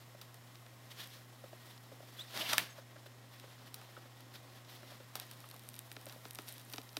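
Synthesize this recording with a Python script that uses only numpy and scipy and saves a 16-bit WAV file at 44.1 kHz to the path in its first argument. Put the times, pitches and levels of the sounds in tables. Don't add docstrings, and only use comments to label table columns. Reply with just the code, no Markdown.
import sys
import numpy as np
from scipy import signal
from scipy.fft import rfft, irfft
from scipy.io import wavfile
from scipy.ndimage import uniform_filter1d

SR = 44100
rng = np.random.default_rng(int(sys.argv[2]) if len(sys.argv) > 2 else 0)


def wrap_up_sound(samples):
    columns = np.atleast_2d(samples).T
    tamed = np.clip(columns, -1, 1)
    steps = np.round(tamed * 32767).astype(np.int16)
    wavfile.write(sys.argv[1], SR, steps)


def volts_from_db(level):
    exponent = np.asarray(level, float) / 20
    return 10 ** exponent


N = 308259

# (db for the mains tone, pitch tremble_hz for whines)
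HUM = [(120.2, -58, 0.25), (240.1, -75, 20.9), (266.7, -76, 21.94), (348.6, -79.5, 17.1),
       (516.6, -78.5, 25.2), (791, -81, 19.4), (1080, -79, 16.1), (1896, -76.5, 21), (2063, -80, 18.2),
       (5280, -81.5, 18)]
# pitch_hz, relative level_db per Hz
AIR_SPECTRUM = [(25, 14.5), (60, 3.5), (100, 8), (170, 5), (300, 5), (600, -1.5), (1200, -1.5),
                (2500, -4.5), (4500, -11), (7000, -7.5), (10000, -13), (13500, -13), (15800, -16.5)]
AIR_DB = -63.5

# pitch_hz, width_hz, level_db
WEAVE_MODES = [(1780, 970, 7.5), (2430, 650, 1.5), (3300, 1680, 7), (4100, 2730, 4.5), (5360, 1600, -1.5)]
# pitch_hz, width_hz, level_db
TREBLE_MODES = [(7550, 15000, -11.5), (10400, 3700, -21.5), (12500, 6000, -6.5)]
# pitch_hz, width_hz, level_db
PADDING_MODES = [(260, 530, -2), (652, 286, 1), (1050, 760, -1.5)]
# time_s, level_db, treble_db (against level)
SHIFTING = [(0, -67.5, -3), (1.3, -67, -2.5), (1.9, -68, -2), (2.25, -60, -6.5), (2.9, -68, -6),
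            (3.5, -68.5, -7), (4.5, -68, -5.5), (5.1, -66, -4.5), (5.5, -65, -2.5), (6.2, -67, 0.5),
            (6.99, -66.5, 0)]
PADDING_DB = -65.5
# peak_s, peak_db, rise_s, fall_s, padding_db (against peak)
STROKES = [(0.22, -58, 0.014, 0.029, -12), (0.917, -52, .022, .025, -12), (1.003, -48.5, 0.042, 0.063, -9),
           (1.04, -57, 0.027, .012, -12), (1.134, -54.5, 0.08, 0.067, -20), (1.734, -62, 0.37, 0.058, -8),
           (2.2, -52.5, .035, 0.037, -7), (2.317, -56.5, 0.043, 0.046, 0.5),
           (2.367, -42, 0.038, 0.066, -4.5), (2.416, -45, 0.065, 0.12, -1), (2.537, -39, .15, 0.03, -12),
           (2.591, -42, 0.049, 0.074, -3.5), (2.785, -60.5, 0.088, .04, 3), (3.066, -59, 0.019, 0.021, -4),
           (3.343, -60, 0.057, 0.068, -13), (3.504, -63, 0.19, 0.25, -4), (3.673, -58, 0.032, 0.037, -6),
           (3.75, -62.5, 0.021, 0.72, -2.5), (4.358, -55, .032, 0.031, -4),
           (4.569, -59.5, 0.073, 0.06, -2.5), (4.699, -57.5, 0.018, .1, -13),
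           (4.757, -57.5, 0.052, .04, -3), (4.909, -59, 0.12, 0.14, -3), (5.164, -48.5, 0.007, 0.025, -1.5),
           (5.207, -55.5, 0.059, 0.16, -4), (6.105, -61.5, 0.15, .1, 0.5), (6.259, -63, 0.038, 0.12, -5),
           (6.393, -58.5, .018, 0.055, -6), (6.491, -57, .04, 0.17, -11), (6.741, -55, 0.024, 0.023, -14),
           (6.785, -54, .015, 0.013, -4), (6.974, -66, .02, .03, 5)]
STROKE_FADE_DB = -15
STROKE_TREBLE_DB, QUILT_TREBLE_DB = -6, -2.5

# pitch_hz, relative level_db, t60_s
MAT_MODES = [(285, -11, 0.044), (425, -14, 0.055), (676, -5, 0.013), (1080, -9.5, 0.013), (1300, -7, 0.018),
             (1780, -10, 0.018), (2300, -1.5, 0.0049), (3200, -12.5, 0.012), (3950, -8, 0.0082),
             (4720, -6.5, 0.0042), (5460, -16, 0.0093), (9120, 1, 0.0015), (12130, 3, 0.0015),
             (13500, -19, 0.0024), (14700, -8, 0.0025)]
THUD_HZ, TICK_HZ = 1550, 6400
QUILT_S, BOOM_HZ = 5.9, 500
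MAT_BOOM_DB = -35.5
SKIN_DETUNE, SKIN_WIDTH_HZ, SKIN_SCATTER_DB = 0.008, 2600, 2.5

# time_s, ticks_per_s
PATTER = [(0, 5), (5.2, 7), (5.3, 50), (6.3, 55), (6.99, 80)]
PATTER_DB = -71.5
# start_s, peak_db (of the tone), pitch_hz (nominal), length_s (nominal), mouth_db (relative)
CLUCKS = [(0.147, -48.5, 596, 0.01, -25), (1.439, -45, 550, 0.012, -20), (1.53, -46.5, 626, 0.0096, -27),
          (1.916, -48, 573, 0.016, -25), (2.004, -46.5, 550, 0.0068, -11), (2.029, -52, 600, 0.0099, -11),
          (2.363, -42.5, 627, 0.0082, -8), (2.405, -43.5, 590, 0.011, -6), (2.782, -48.5, 606, 0.015, -11),
          (2.959, -51.5, 595, 0.013, -3.5), (3.06, -52, 573, 0.012, -6.5), (3.438, -51, 560, 0.012, -5),
          (3.48, -51, 519, 0.0025, -5), (3.89, -56, 555, 0.0075, -7), (3.966, -47, 1270, 0.01, -18),
          (3.973, -50.5, 540, 0.012, -4), (4.056, -54, 530, 0.0098, -14), (4.83, -49.5, 603, 0.01, -9),
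          (4.919, -48.5, 600, 0.0089, -12), (5.001, -51, 548, 0.016, -14), (5.441, -50, 1080, 0.0063, -7),
          (5.54, -50.5, 1050, 0.0056, -15), (5.558, -54, 678, 0.0067, -14), (6.067, -47.5, 560, 0.011, -24),
          (6.161, -47, 540, 0.0074, -25)]
# start_s, level_db, thud_db and tick_db (against level), tilt_db (per octave, of the snap)
SNAPS = [(0.2141, -39.5, -14, -2, 11.5), (0.2172, -43.5, -3, -1, 8), (0.5555, -43.5, -10, -17, 8),
         (0.664, -43.5, -22, -14, 2), (1.778, -45, -27, -14, 11), (2.375, -25.5, -26, -14, 5),
         (2.5308, -19, -7, -6, -4), (2.5324, -23, -7, -7, 12), (2.5343, -20.5, -2.5, -2.5, 12),
         (2.5811, -8.5, -20, -8.5, 1), (3.3983, -40, -25, -4.5, 5), (3.743, -37.5, -9, 4.5, 15.5),
         (3.8146, -42, -1.5, -6, 1), (4.3402, -44, -15, -6, 0), (4.649, -49.5, -29, -12, 11),
         (5.1546, -30.5, 0, -2, 13), (5.157, -36, -15, 5.5, 5), (5.9161, -34, -9.5, -1.5, 2.5),
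         (5.966, -33, -4, -22, 2), (6.0665, -39, -2.5, -6, 5), (6.0967, -40, -33, -11, 12),
         (6.2531, -37, 1, -23, 6.5), (6.3872, -31, -0.5, -10, 5.5), (6.388, -41, -4, -11, -6),
         (6.399, -63, 13, 12, -5), (6.4823, -44.5, -26, -3, 20.5), (6.736, -30.5, -10.5, -7, 7.5),
         (6.7393, -36, 0.5, -16, 11), (6.7736, -46, -23, -23, 6), (6.7818, -29, -2, -18, 7),
         (6.8914, -46, -32, -10, 17), (6.9686, -23.5, -7, -9, 7.5), (6.9702, -38, -15, -16, 3),
         (6.9721, -37, -3, -5, 9)]
CRACKLE_DB, CRACKLE_T60_S = -21.5, 0.11
# start_s, tick_db, snap_db (against tick)
CREASES = [(0.3434, -44.5, -2.5), (1.0735, -41, -9), (4.2062, -45.5, 1), (5.199, -31.5, -0.5),
           (5.2668, -48, -10), (5.313, -38, -1.5), (5.3345, -46, -4), (5.3755, -55, -15), (5.404, -43, -4),
           (5.4583, -46, -17), (5.489, -39.5, -7.5), (5.5007, -45, -5), (5.5125, -44.5, 3.5),
           (5.5429, -42, -21), (5.5638, -45.5, 0), (5.5948, -42.5, -3), (5.6367, -50, -3),
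           (5.6888, -32, -9.5), (5.7003, -45, -12), (5.735, -47, -6), (5.7418, -41, 0), (5.754, -40, -22),
           (5.764, -40.5, -3), (5.7822, -50, -3), (5.791, -31, -7), (5.7978, -54, -16), (5.8145, -52, -15),
           (5.8223, -50, -15), (5.9275, -42, -16), (6.0131, -45, -3), (6.057, -34, -20), (6.0879, -41, -8),
           (6.1246, -45, 1.5), (6.2842, -46, -14), (6.3087, -33, -4.5), (6.3334, -41, -16),
           (6.3491, -34, -10), (6.3554, -35, -3.5), (6.42, -41, -15), (6.476, -48, 3), (6.4805, -42, -19),
           (6.4878, -30, -11), (6.4927, -38, -9), (6.5204, -47, -9), (6.5244, -35, -15), (6.5399, -41, -19),
           (6.5436, -46, -17), (6.5813, -38, -5), (6.5965, -43, -3), (6.615, -44, -9), (6.6504, -46, -14),
           (6.6968, -48, -4), (6.7003, -41.5, -4), (6.718, -45, -4), (6.727, -35, -12),
           (6.7601, -36.5, -2.5), (6.7699, -44, -9), (6.816, -41.5, -0.5), (6.8325, -46, -19),
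           (6.93, -46.5, -3)]
CREASE_THUD_DB, CREASE_TILT_DB = -33, 8.5
# start_s, pitch_hz, width_hz, level_db (of the noise before its swell), length_s
SCRAPES = [(0.903, 3300, 1200, -57, 0.024), (0.974, 3500, 1480, -51, .06), (2.358, 594, 403, -65, 0.028),
           (2.4, 3120, 800, -37.5, 0.033), (2.444, 2920, 900, -42.5, 0.045), (2.497, 3800, 900, -42, 0.024),
           (2.512, 1050, 500, -37, 0.049), (2.581, 2300, 1200, -39, 0.03), (4.342, 3600, 1200, -58, 0.028)]
# time_s, pitch_hz, level_db, octave_db
SQUEAK = [(2.183, 3510, -60, -80), (2.195, 3400, -46, -72), (2.207, 3600, -51, -69),
          (2.211, 3650, -45, -63), (2.216, 3850, -51, -61), (2.225, 4100, -54, -65),
          (2.233, 3950, -66, -75)]
# centre_s, pitch_hz, peak_db, half_length_s
PEEPS = [(2.706, 6500, -58, 0.01), (2.71, 7750, -61, .008), (2.73, 6400, -60, 0.007),
         (2.82, 6500, -68, .008)]


def level(x, db):
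    return x * volts_from_db(db) / np.sqrt(np.mean(x ** 2))


def reson(x, hz, width):
    b, a = signal.iirpeak(min(hz, 0.45 * SR), hz / max(width, 0.1), fs=SR)
    return signal.lfilter(b, a, x)


def walk(rate):
    hold = int(SR / rate)
    steps = np.repeat(rng.standard_normal(N // hold + 1), hold)
    return 0.697 * uniform_filter1d(uniform_filter1d(steps, hold), hold)[:N]


def add(out, s, x):
    i = int(s * SR)
    out[i:i + len(x)] += x[:N - i]


def decay(t, t60):
    return np.exp(-np.log(1000) * t / t60)


def hum():
    (hz, db, waver_db), *whines = HUM
    t = np.arange(N) / SR
    out = volts_from_db(db + waver_db * walk(3.06)) * np.sin(2 * np.pi * hz * t)
    for whine_hz, whine_db, tremble_hz in whines:
        phase = 2 * np.pi * np.cumsum(whine_hz + tremble_hz * walk(60)) / SR
        out += volts_from_db(whine_db + 4.1 * walk(25)) * np.sin(phase)
    return np.sqrt(2) * out


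def air():
    hz, db = np.transpose(AIR_SPECTRUM)
    f = np.maximum(np.arange(N // 2 + 1) * SR / N, 1)
    gain = volts_from_db(np.interp(np.log(f), np.log(hz), db))
    return level(irfft(rfft(rng.standard_normal(N)) * gain, N), AIR_DB)


def pressure():
    t = np.arange(N) / SR
    s, db, treble_db = np.transpose(SHIFTING)
    weave = volts_from_db(np.interp(t, s, db))
    treble = volts_from_db(np.interp(t, s, db + treble_db))
    padding = volts_from_db(PADDING_DB + 0 * t)
    power = np.array([weave, treble, padding]) ** 2
    for at, peak_db, rise, fall, body_db in STROKES:
        near = slice(max(int((at - 4 * rise) * SR), 0), int((at + 4 * fall) * SR))
        away = np.maximum((at - t[near]) / rise, (t[near] - at) / fall)
        stroke_treble_db = STROKE_TREBLE_DB if at < QUILT_S else QUILT_TREBLE_DB
        share_db = np.array([[0], [stroke_treble_db], [body_db]])
        power[:, near] += volts_from_db(peak_db + share_db + STROKE_FADE_DB * away) ** 2
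    return np.sqrt(power)


def rub():
    size = volts_from_db(2.1 * rng.exponential(size=N) + 2.7 * walk(90))
    layers = []
    for modes in (WEAVE_MODES, TREBLE_MODES, PADDING_MODES):
        layer = np.zeros(N)
        for hz, width, db in modes:
            slips = size * rng.standard_normal(N)
            patches = volts_from_db(db + 1.4 * walk(40))
            layer += patches * reson(reson(slips, hz, width), hz, width)
        layers.append(level(layer, 0))
    return np.sum(pressure() * layers, axis=0)


def ring(thud_db, tick_db, tilt_db, boom_db, size=2600):
    hz, db, t60 = np.transpose(MAT_MODES)[:, :, None]
    skin = hz > TICK_HZ
    level_chance, pitch_chance = rng.standard_normal((2, len(MAT_MODES), 1))
    snap_db = tilt_db * np.log2(hz / 2900)
    weight_db = np.where(hz < THUD_HZ, thud_db, np.where(skin, tick_db, snap_db))
    weight_db = weight_db + boom_db * (hz < BOOM_HZ)
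    weight_db = weight_db + np.where(skin, SKIN_SCATTER_DB, 0.6) * level_chance
    detuned_hz = hz * (1 + np.where(skin, SKIN_DETUNE, 0.033) * pitch_chance)
    delay = 0.0012 * (500 / hz) ** 1.014
    t = np.maximum(np.arange(size) / SR - delay, 0)
    modes = volts_from_db(db + weight_db) * decay(t, t60) * np.sin(2 * np.pi * detuned_hz * t)
    modes[skin[:, 0]] *= (-1.) ** np.arange(np.sum(skin))[:, None]
    out = np.zeros(size)
    for mode, f in zip(modes, hz[:, 0]):
        out += reson(mode, f, 1.47 * f if f < TICK_HZ else SKIN_WIDTH_HZ)
    return out


def patter():
    s, rate = np.transpose(PATTER)
    chance = rng.random(N) < np.interp(np.arange(N) / SR, s, rate) / SR
    size_db = np.minimum(3.5 * rng.exponential(size=N), 9)
    ticks = chance * volts_from_db(PATTER_DB + size_db)
    return signal.fftconvolve(ticks, ring(-30, 12.6, 6, 0))[:N]


def clucks():
    out, t = np.zeros(N), np.arange(2000) / SR
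    for s, db, hz, length, mouth_db in CLUCKS:
        swell = (t / length) ** 0.5 * np.exp(-(t / length) ** 1.1 * 2.65)
        phase = 2 * np.pi * hz * (0.878 * t + 0.43 * 0.0038 * (1 - np.exp(-t / 0.0048)))
        puff = rng.standard_normal((2, len(t)))
        mouth = level(reson(puff[0], 2.57 * hz, 290), mouth_db)
        chest = level(reson(puff[1], 0.58 * hz, 220), -10.5) * np.exp(t / length * 1.05)
        add(out, s, volts_from_db(db) * (np.sin(phase) + mouth + chest) * swell / swell.max())
    return out


def snaps():
    out, t = np.zeros(N), np.arange(5000) / SR
    for s, db, thud_db, tick_db, tilt_db in SNAPS:
        add(out, s, volts_from_db(db) * ring(thud_db, tick_db, tilt_db, MAT_BOOM_DB * (s < QUILT_S)))
        grain = rng.standard_normal(len(t)) * volts_from_db(2.5 * rng.exponential(size=len(t)))
        crackle = level(reson(grain, 13000, 8300), db + tick_db + CRACKLE_DB)
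        add(out, s, crackle * decay(t, CRACKLE_T60_S))
    return out


def creases():
    out = np.zeros(N)
    for s, db, snap_db in CREASES:
        boom_db = MAT_BOOM_DB * (s < QUILT_S)
        blow = ring(CREASE_THUD_DB - snap_db, -snap_db, CREASE_TILT_DB, boom_db)
        add(out, s, volts_from_db(db + snap_db) * blow)
    return out


def scrapes():
    out = np.zeros(N)
    for s, hz, width, db, length in SCRAPES:
        grain = rng.standard_normal(4000) * volts_from_db(1.95 * rng.exponential(size=4000))
        swell = np.sin(np.pi * np.minimum(np.arange(4000) / SR / length, 1)) ** 2
        add(out, s, level(reson(reson(grain, hz, width), hz, width), db) * swell)
    return out


def squeaks():
    t = np.arange(N) / SR
    s, hz, db, octave_db = np.transpose(SQUEAK)
    pitch = np.interp(t, s, hz) * (1 + 0.0139 * walk(300))
    phase = 2 * np.pi * np.cumsum(pitch) / SR
    gate = uniform_filter1d(1. 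* ((t > s[0]) & (t < s[-1])), size=300)
    whistle = volts_from_db(np.interp(t, s, db) + 2.1 * walk(250)) * np.sin(phase)
    octave = volts_from_db(np.interp(t, s, octave_db)) * np.sin(2 * phase)
    out = np.sqrt(2) * gate * (whistle + octave)
    for at, peep_hz, peep_db, half in PEEPS:
        swell = np.exp(-((t - at) / half) ** 2)
        out += volts_from_db(peep_db) * swell * np.sin(2 * np.pi * peep_hz * t + 1.4 * walk(360))
    return out


def room(x):
    t = np.arange(SR // 2) / SR
    tail = reson(rng.standard_normal(len(t)), 1200, 6000) * decay(t, 0.46) * (t > 0.004)
    tail = tail / np.sqrt(np.sum(tail ** 2))
    return x + volts_from_db(-21) * signal.fftconvolve(x, tail)[:N]


def scene():
    contact = rub() + patter() + snaps() + creases() + scrapes()
    voice = clucks() + squeaks()
    return (room(contact + voice) + hum() + air())[None]


def band_limit(x):
    return signal.sosfilt(signal.butter(12, 16630, fs=SR, output="sos"), x)


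def record(dry):
    rumble_cut = signal.butter(2, 90, "high", fs=SR, output="sos")
    top_cut = signal.ellip(8, 0.3, 30, 15800, fs=SR, output="sos")
    mix = signal.sosfilt(np.vstack([rumble_cut, top_cut]), dry)
    return band_limit(mix)


dry = scene()
out = record(dry)
wrap_up_sound(out)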